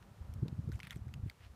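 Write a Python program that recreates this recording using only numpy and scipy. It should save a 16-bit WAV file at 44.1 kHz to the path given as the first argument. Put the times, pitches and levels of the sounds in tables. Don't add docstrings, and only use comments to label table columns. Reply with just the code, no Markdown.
import sys
import numpy as np
from scipy import signal
from scipy.fft import rfft, irfft
from scipy.io import wavfile
from scipy.ndimage import uniform_filter1d

SR = 44100
rng = np.random.default_rng(int(sys.argv[2]) if len(sys.argv) > 2 else 0)


def boost_factor(decibels):
    exponent = np.asarray(decibels, float) / 20
    return 10 ** exponent


def to_wav(sig):
    pcm = np.clip(np.atleast_2d(sig), -1, 1) * 32767
    pcm = np.round(pcm).astype(np.int16)
    wavfile.write(sys.argv[1], SR, pcm.T)


N = 68355

# (time [s], peak level [dB], pitch [Hz], edge level re peak [dB])
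PUFFS = [(0.117, -48.5, 118, -34), (0.216, -40, 79, -25), (0.252, -49, 79.6, -19), (0.298, -38.5, 98, -35),
         (0.321, -45, 77, -22), (0.336, -47.5, 87, -17), (0.363, -39.5, 110, -24), (0.43, -26, 133, -16.5),
         (0.462, -36.5, 180, -14.5), (0.484, -40.5, 135, -13.5), (0.528, -35, 128, -16.5),
         (0.558, -57, 146, -31), (0.594, -30.5, 130, -40), (0.643, -42, 113, -14), (0.679, -31.5, 144, -36),
         (0.698, -37.5, 130.5, -9), (0.73, -37.5, 103, -42), (0.754, -35, 96, -46), (0.843, -44, 141, -47),
         (0.948, -46.5, 77, -18), (0.965, -37, 138, -14.5), (0.993, -47.5, 95, -11.5),
         (1.021, -38.5, 93.6, -24), (1.07, -38, 120.6, -22), (1.148, -54, 108, -22),
         (1.163, -41.5, 122, -21), (1.199, -45, 107, -18), (1.237, -34, 102, -19),
         (1.263, -34.5, 128.5, -16.5), (1.467, -48.5, 85, -44)]
PUFF_CYCLES, FALL_STRETCH = .72, 1.35
EDGE_RATIO, EDGE_CYCLES = 2.1, .55
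BODY_RATIO, BODY_DB = .66, -8.5


def big_flaps(t):
    out = np.zeros(N)
    for time_s, db, hz, edge_db in PUFFS:
        cycles = (t - time_s) * hz
        lean = rng.uniform(-.25, .25)
        main = swing(cycles, PUFF_CYCLES, lean)
        edge = boost_factor(edge_db + 8) * swing(cycles * EDGE_RATIO, EDGE_CYCLES, lean * EDGE_RATIO)
        body = boost_factor(BODY_DB) * swing(cycles * BODY_RATIO, EDGE_CYCLES, lean * BODY_RATIO)
        out += rng.choice([-1, 1]) * boost_factor(db) * (main + edge + body)
    return out


# (time [s], peak level [dB], pitch [Hz])
FLUTTERS = [(0.015, -53, 90), (0.055, -57, 70), (0.085, -52, 165), (0.145, -58, 110), (0.172, -53, 100),
            (0.19, -53, 140), (0.39, -43, 76.6), (0.447, -34, 137), (0.497, -44.5, 176), (0.543, -43, 121),
            (0.581, -41, 130), (0.71, -46, 99), (0.771, -46, 102), (0.81, -55, 121), (0.877, -52, 126),
            (0.914, -53.5, 129), (1.04, -47, 87), (1.087, -47.5, 115), (1.113, -51.5, 133),
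            (1.179, -41.5, 146), (1.278, -39.5, 86), (1.409, -50.5, 95), (1.442, -49, 81),
            (1.507, -46.5, 69.6), (1.535, -53.5, 119)]
# (time [s], peak level [dB], pitch [Hz])
LICKS = [
    (0.456, -44, 360),
    (0.595, -39.5, 216),
    (0.69, -44, 370),
    (0.665, -46, 190),
    (0.47, -44, 200),
    (1.263, -44, 202),
    (.436, -34.5, 250),
]


def small_flaps(t):
    out = np.zeros(N)
    for time_s, db, hz in list(FLUTTERS) + list(LICKS):
        out += boost_factor(db) * swing((t - time_s) * hz, PUFF_CYCLES, rng.random())
    return out


def swing(cycles, length_cycles, turn):
    stretch = np.where(cycles > 0, FALL_STRETCH, 1)
    return np.exp(-(cycles / length_cycles / stretch) ** 2) * np.cos(2 * np.pi * (cycles + turn))


# (time [s], roar level [dB])
FLAME = [(0, -54), (.15, -58), (.3, -50.5), (.45, -43.5), (.7, -41.5), (.8, -53), (.95, -53.5),
         (1.13, -43.5), (1.28, -50), (1.34, -64), (1.39, -61), (1.55, -54.5)]
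# (frequency [Hz], density [dB per Hz])
ROAR = [(18, -31), (30, -13.5), (76, 1.5), (140, -5.5), (193, -5), (316, -22), (500, -40.5), (650, -35),
        (1100, -120)]


def roar(t):
    effort_db = np.interp(t, *np.array(FLAME).T)
    return colour(rng.standard_normal(N), ROAR) * boost_factor(effort_db + 2.5 * walk(22) - 7)


# (time [s], wood peak level [dB], wood pitch [Hz], tick peak level [dB])
CRACKS = [(0.0269, -54, 1850, -73), (0.179, -61, 1787, -77), (0.3390, -54, 5780, -48),
          (0.4823, -47, 3700, -57), (0.6915, -55, 1200, -58.5), (0.7193, -47, 1770, -58),
          (0.7249, -53, 1658, -54), (0.7337, -53.5, 2040, -58), (0.7580, -58, 2130, -60),
          (0.7930, -46.5, 1020, -59), (0.8027, -38, 2100, -63), (0.8074, -52, 3200, -58),
          (0.8324, -38, 2460, -51.5), (0.8412, -64, 3305, -71), (0.8508, -49, 2470, -58),
          (0.8711, -41, 1927, -50), (0.8989, -52, 2120, -60.0), (0.9082, -37, 1900, -43.0),
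          (0.928, -45, 2130, -58), (0.9597, -56, 1500, -55), (0.9711, -64, 3273, -54),
          (1.0827, -54, 1421, -65), (1.0899, -58.5, 2090, -75), (1.1401, -39.5, 2620, -51.5),
          (1.2846, -56, 2034, -71), (1.2993, -38, 2140, -48.5), (1.314, -54.5, 1442, -72),
          (1.4071, -59, 1900, -72)]
# (time [s], peak level [dB], pitch [Hz])
OVERTONES = [(0.3387, -62, 3260), (0.4825, -64, 2430), (0.4825, -58, 1070), (0.7193, -56, 6255),
             (0.7193, -72, 3030), (0.7249, -59, 4200), (0.7249, -56, 5975), (0.7337, -68, 3456),
             (0.7337, -59, 5000), (0.7925, -69, 5170), (0.7925, -73, 3450), (0.8030, -46, 3000),
             (0.8074, -70, 2239), (0.8074, -65, 1259), (0.9082, -36.5, 3390), (0.9082, -41.5, 6070),
             (0.9595, -58, 3326), (0.9595, -57, 4145), (1.1405, -58, 7149), (1.1405, -69, 6000),
             (1.2988, -47, 4500), (1.2988, -50.5, 5600)]
RISE_S, FALL_S, WOOD_HZ = .0008, .0011, 2200
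TICK_S, TICK_LEAD_S = .0006, .0004
SPLINTER_DB = -11


def snaps(t):
    out = np.zeros(N)
    bright = unit(band(rng.standard_normal(N), 5500, 15000))
    splinters = unit(band(rng.standard_normal(N), 1140, 4930))
    for time_s, db, hz in [row[:3] for row in CRACKS] + list(OVERTONES):
        span = near(time_s)
        u = t[span] - time_s
        envelope = burst(u * max(hz / WOOD_HZ, 1) ** .85, RISE_S, FALL_S)
        out[span] += boost_factor(db - 2.5) * envelope * np.cos(2 * np.pi * (hz * u + rng.random()))
    for time_s, db, _, tick_db in CRACKS:
        span = near(time_s)
        noise = boost_factor(db + SPLINTER_DB) * splinters[span] + boost_factor(tick_db - 6) * bright[span]
        out[span] += burst(t[span] - time_s + TICK_LEAD_S, TICK_S / 3, TICK_S * 2) * noise
    return out


# (time [s], peak level [dB], pitch
# [Hz], decay [s])
RINGS = [(.7195, -52, 1520, .008), (.8470, -56, 1300, .003), (.4865, -56, 4950, .0007),
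         (.4865, -60, 2500, .0007), (.4835, -58, 5200, .001), (.4838, -60, 2350, .0015),
         (1.2985, -48, 4400, .0008), (1.2987, -47, 3400, .0014), (1.1400, -45, 2100, .0007),
         (1.1400, -53, 3200, .002), (1.1412, -54, 1300, .001), (.7190, -54, 12500, .0006),
         (.7190, -55, 4500, .0008), (.7250, -56, 11500, .0006), (.7572, -54, 7400, .0008),
         (.7520, -60, 4800, .0007), (.7615, -62, 5500, .0007), (.7378, -57, 3500, .0008),
         (.7400, -57, 2600, .001), (.8030, -54, 7500, .0008), (.8325, -55, 11000, .0006),
         (.8320, -49, 1600, .0008), (.8325, -49, 3400, .002), (.8372, -58, 4500, .001),
         (.8410, -59, 8000, .0006), (.8715, -52, 10500, .001), (.8710, -50, 1350, .0008),
         (.8728, -48, 2200, .0008), (.8975, -57, 4500, .0006), (.9025, -56, 3200, .002),
         (.9130, -52, 1400, .001), (.9165, -49, 2000, .001), (.9212, -51, 1450, .001),
         (.9310, -51, 2150, .001), (.9315, -58, 9500, .0008), (.9320, -58, 4800, .0006),
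         (.9375, -59, 2300, .001), (.9435, -57, 2000, .001), (.9595, -54, 2100, .0008),
         (.9640, -60, 7500, .0008), (.9785, -64, 5800, .003), (.8075, -50, 2300, .001),
         (.8575, -58, 2100, .001), (.4822, -53, 3000, .001), (.4822, -55, 4600, .001),
         (1.1398, -52, 6500, .001), (1.1398, -53, 4600, .001), (.8720, -50, 3000, .001),
         (.9075, -48, 2800, .001)]
RING_HZ = 2000


def rings(t):
    out = np.zeros(N)
    for time_s, db, hz, decay_s in RINGS:
        span = near(time_s)
        u = t[span] - time_s
        envelope = burst(u * max(hz / RING_HZ, 1) ** .7, min(RISE_S, decay_s), decay_s)
        out[span] += boost_factor(db) * envelope * np.sin(2 * np.pi * hz * t[span])
    return out


def cracks(t):
    bounce_s, bounce_db = .0042, -12.5
    direct = snaps(t) + rings(t)
    smear = rng.standard_normal(96) * np.exp(-np.arange(96) / 13.3)
    bounce = np.convolve(direct, smear / np.sqrt(np.sum(smear ** 2)))[:N]
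    return direct + boost_factor(bounce_db) * np.interp(t - bounce_s, t, bounce)


def near(time_s):
    return slice(max(int((time_s - .05) * SR), 0), int((time_s + .05) * SR))


def burst(u, rise_s, fall_s):
    return np.exp(-np.minimum(u, 0) ** 2 / rise_s ** 2 - (np.maximum(u, 0) / fall_s) ** 1.4)


# (start [s], length [s])
SIZZLE_SPANS = [
    (.717, .068),
    (.792, .022),
    (.834, .03),
    (.872, .014),
    (.897, .01),
    (.909, .034),
]
# (start [s], length [s])
SIZZLE_SPANS_SOFT = [
    (.937, .045),
    (1.25, .075),
    (1.385, .11),
    (.2, .1),
    (1.42, .075),
    (.715, .11),
    (.81, .1),
    (.018, .03),
]
# (level [dB], centre [Hz], treble level [dB])
SIZZLES = [(-67, 2500, -5), (-62, 2500, -9), (-63, 2600, -7), (-58, 1900, -3.5), (-62, 2600, -15),
           (-58, 2100, -4), (-73.5, 3900, 1), (-73, 2700, -1), (-66.5, 2100, -19), (-66.5, 800, -27),
           (-70.5, 3250, -9), (-73, 4800, -2), (-67, 2700, -14), (-68, 2000, -12)]
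TICKS_PER_S, TICK_SPREAD_DB = 5000, 1.5


def sizzle(t):
    happens = rng.random(N) < TICKS_PER_S / SR
    ticks = happens * rng.standard_normal(N) * boost_factor(TICK_SPREAD_DB * rng.exponential(size=N))
    ticks = ticks * boost_factor(1.2 * walk(160))
    treble = unit(band(ticks, 4500, 12000))
    out = np.zeros(N)
    spans = list(SIZZLE_SPANS) + list(SIZZLE_SPANS_SOFT)
    for (start_s, length_s), (db, hz, treble_db) in zip(spans, SIZZLES):
        rise = (t - start_s) / (.002 + 3 * length_s ** 2)
        fall = (start_s + length_s - t) / (.5 * length_s)
        gate = np.clip(np.minimum(rise, fall), 0, 1)
        wood = unit(band(ticks, hz / 1.97, hz * 1.4))
        treble_fade = np.exp(-np.maximum(t - start_s, 0) / length_s * 1.6)
        out += boost_factor(db) * gate * (wood + boost_factor(treble_db) * treble * treble_fade)
    return out


# (time [s], mid hiss level [dB])
DRAUGHT = [
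    (0.0, -68),
    (0.816, -68),
    (0.91, -70),
    (1.55, -71),
]
# (frequency [Hz], density [dB per Hz])
HISS = [(120, -41), (200, 0), (258, -10.5), (305, -11.5), (366, -11.5), (1270, -17.5), (2080, -23.5),
        (14500, -36.5), (15900, -45)]
HISS_DB = -66.2


def hiss(t):
    draught_db = np.interp(t, *np.array(DRAUGHT).T) - HISS_DB + 2.3
    low = unit(band(colour(rng.standard_normal(N), HISS), 220, 1690))
    high = band(colour(rng.standard_normal(N), HISS), 1520, 21000)
    return boost_factor(HISS_DB) * (low * boost_factor(.9 * walk(8.95) + draught_db) + high * boost_factor(.5 * walk(7.6)))


def unit(x):
    return x / np.sqrt(np.mean(x ** 2))


def colour(x, shape):
    hz, db = np.array(shape, float).T
    f = np.maximum(np.arange(N // 2 + 1) * SR / N, 1)
    gain = boost_factor(np.interp(np.log(f), np.log(hz), db))
    return unit(irfft(rfft(x) * gain, N))


def band(x, lo_hz, hi_hz):
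    return signal.sosfilt(signal.butter(2, [lo_hz, hi_hz], "band", fs=SR, output="sos"), x)


def walk(rate_hz):
    hold = int(SR / rate_hz)
    steps = np.repeat(rng.standard_normal(N // hold + 1), hold)
    return unit(uniform_filter1d(uniform_filter1d(steps, hold), hold)[:N])


def scene():
    t = np.arange(N) / SR
    flames = big_flaps(t) + small_flaps(t) + roar(t)
    return (flames + cracks(t) + sizzle(t) + hiss(t))[None]


def band_limit(x):
    return signal.sosfilt(signal.butter(12, 15790, fs=SR, output="sos"), x)


def record(dry):
    top_cut = signal.ellip(6, .3, 50, 15350, fs=SR, output="sos")
    mix = signal.sosfilt(top_cut, dry)
    return band_limit(mix)


dry = scene()
out = record(dry)
to_wav(out)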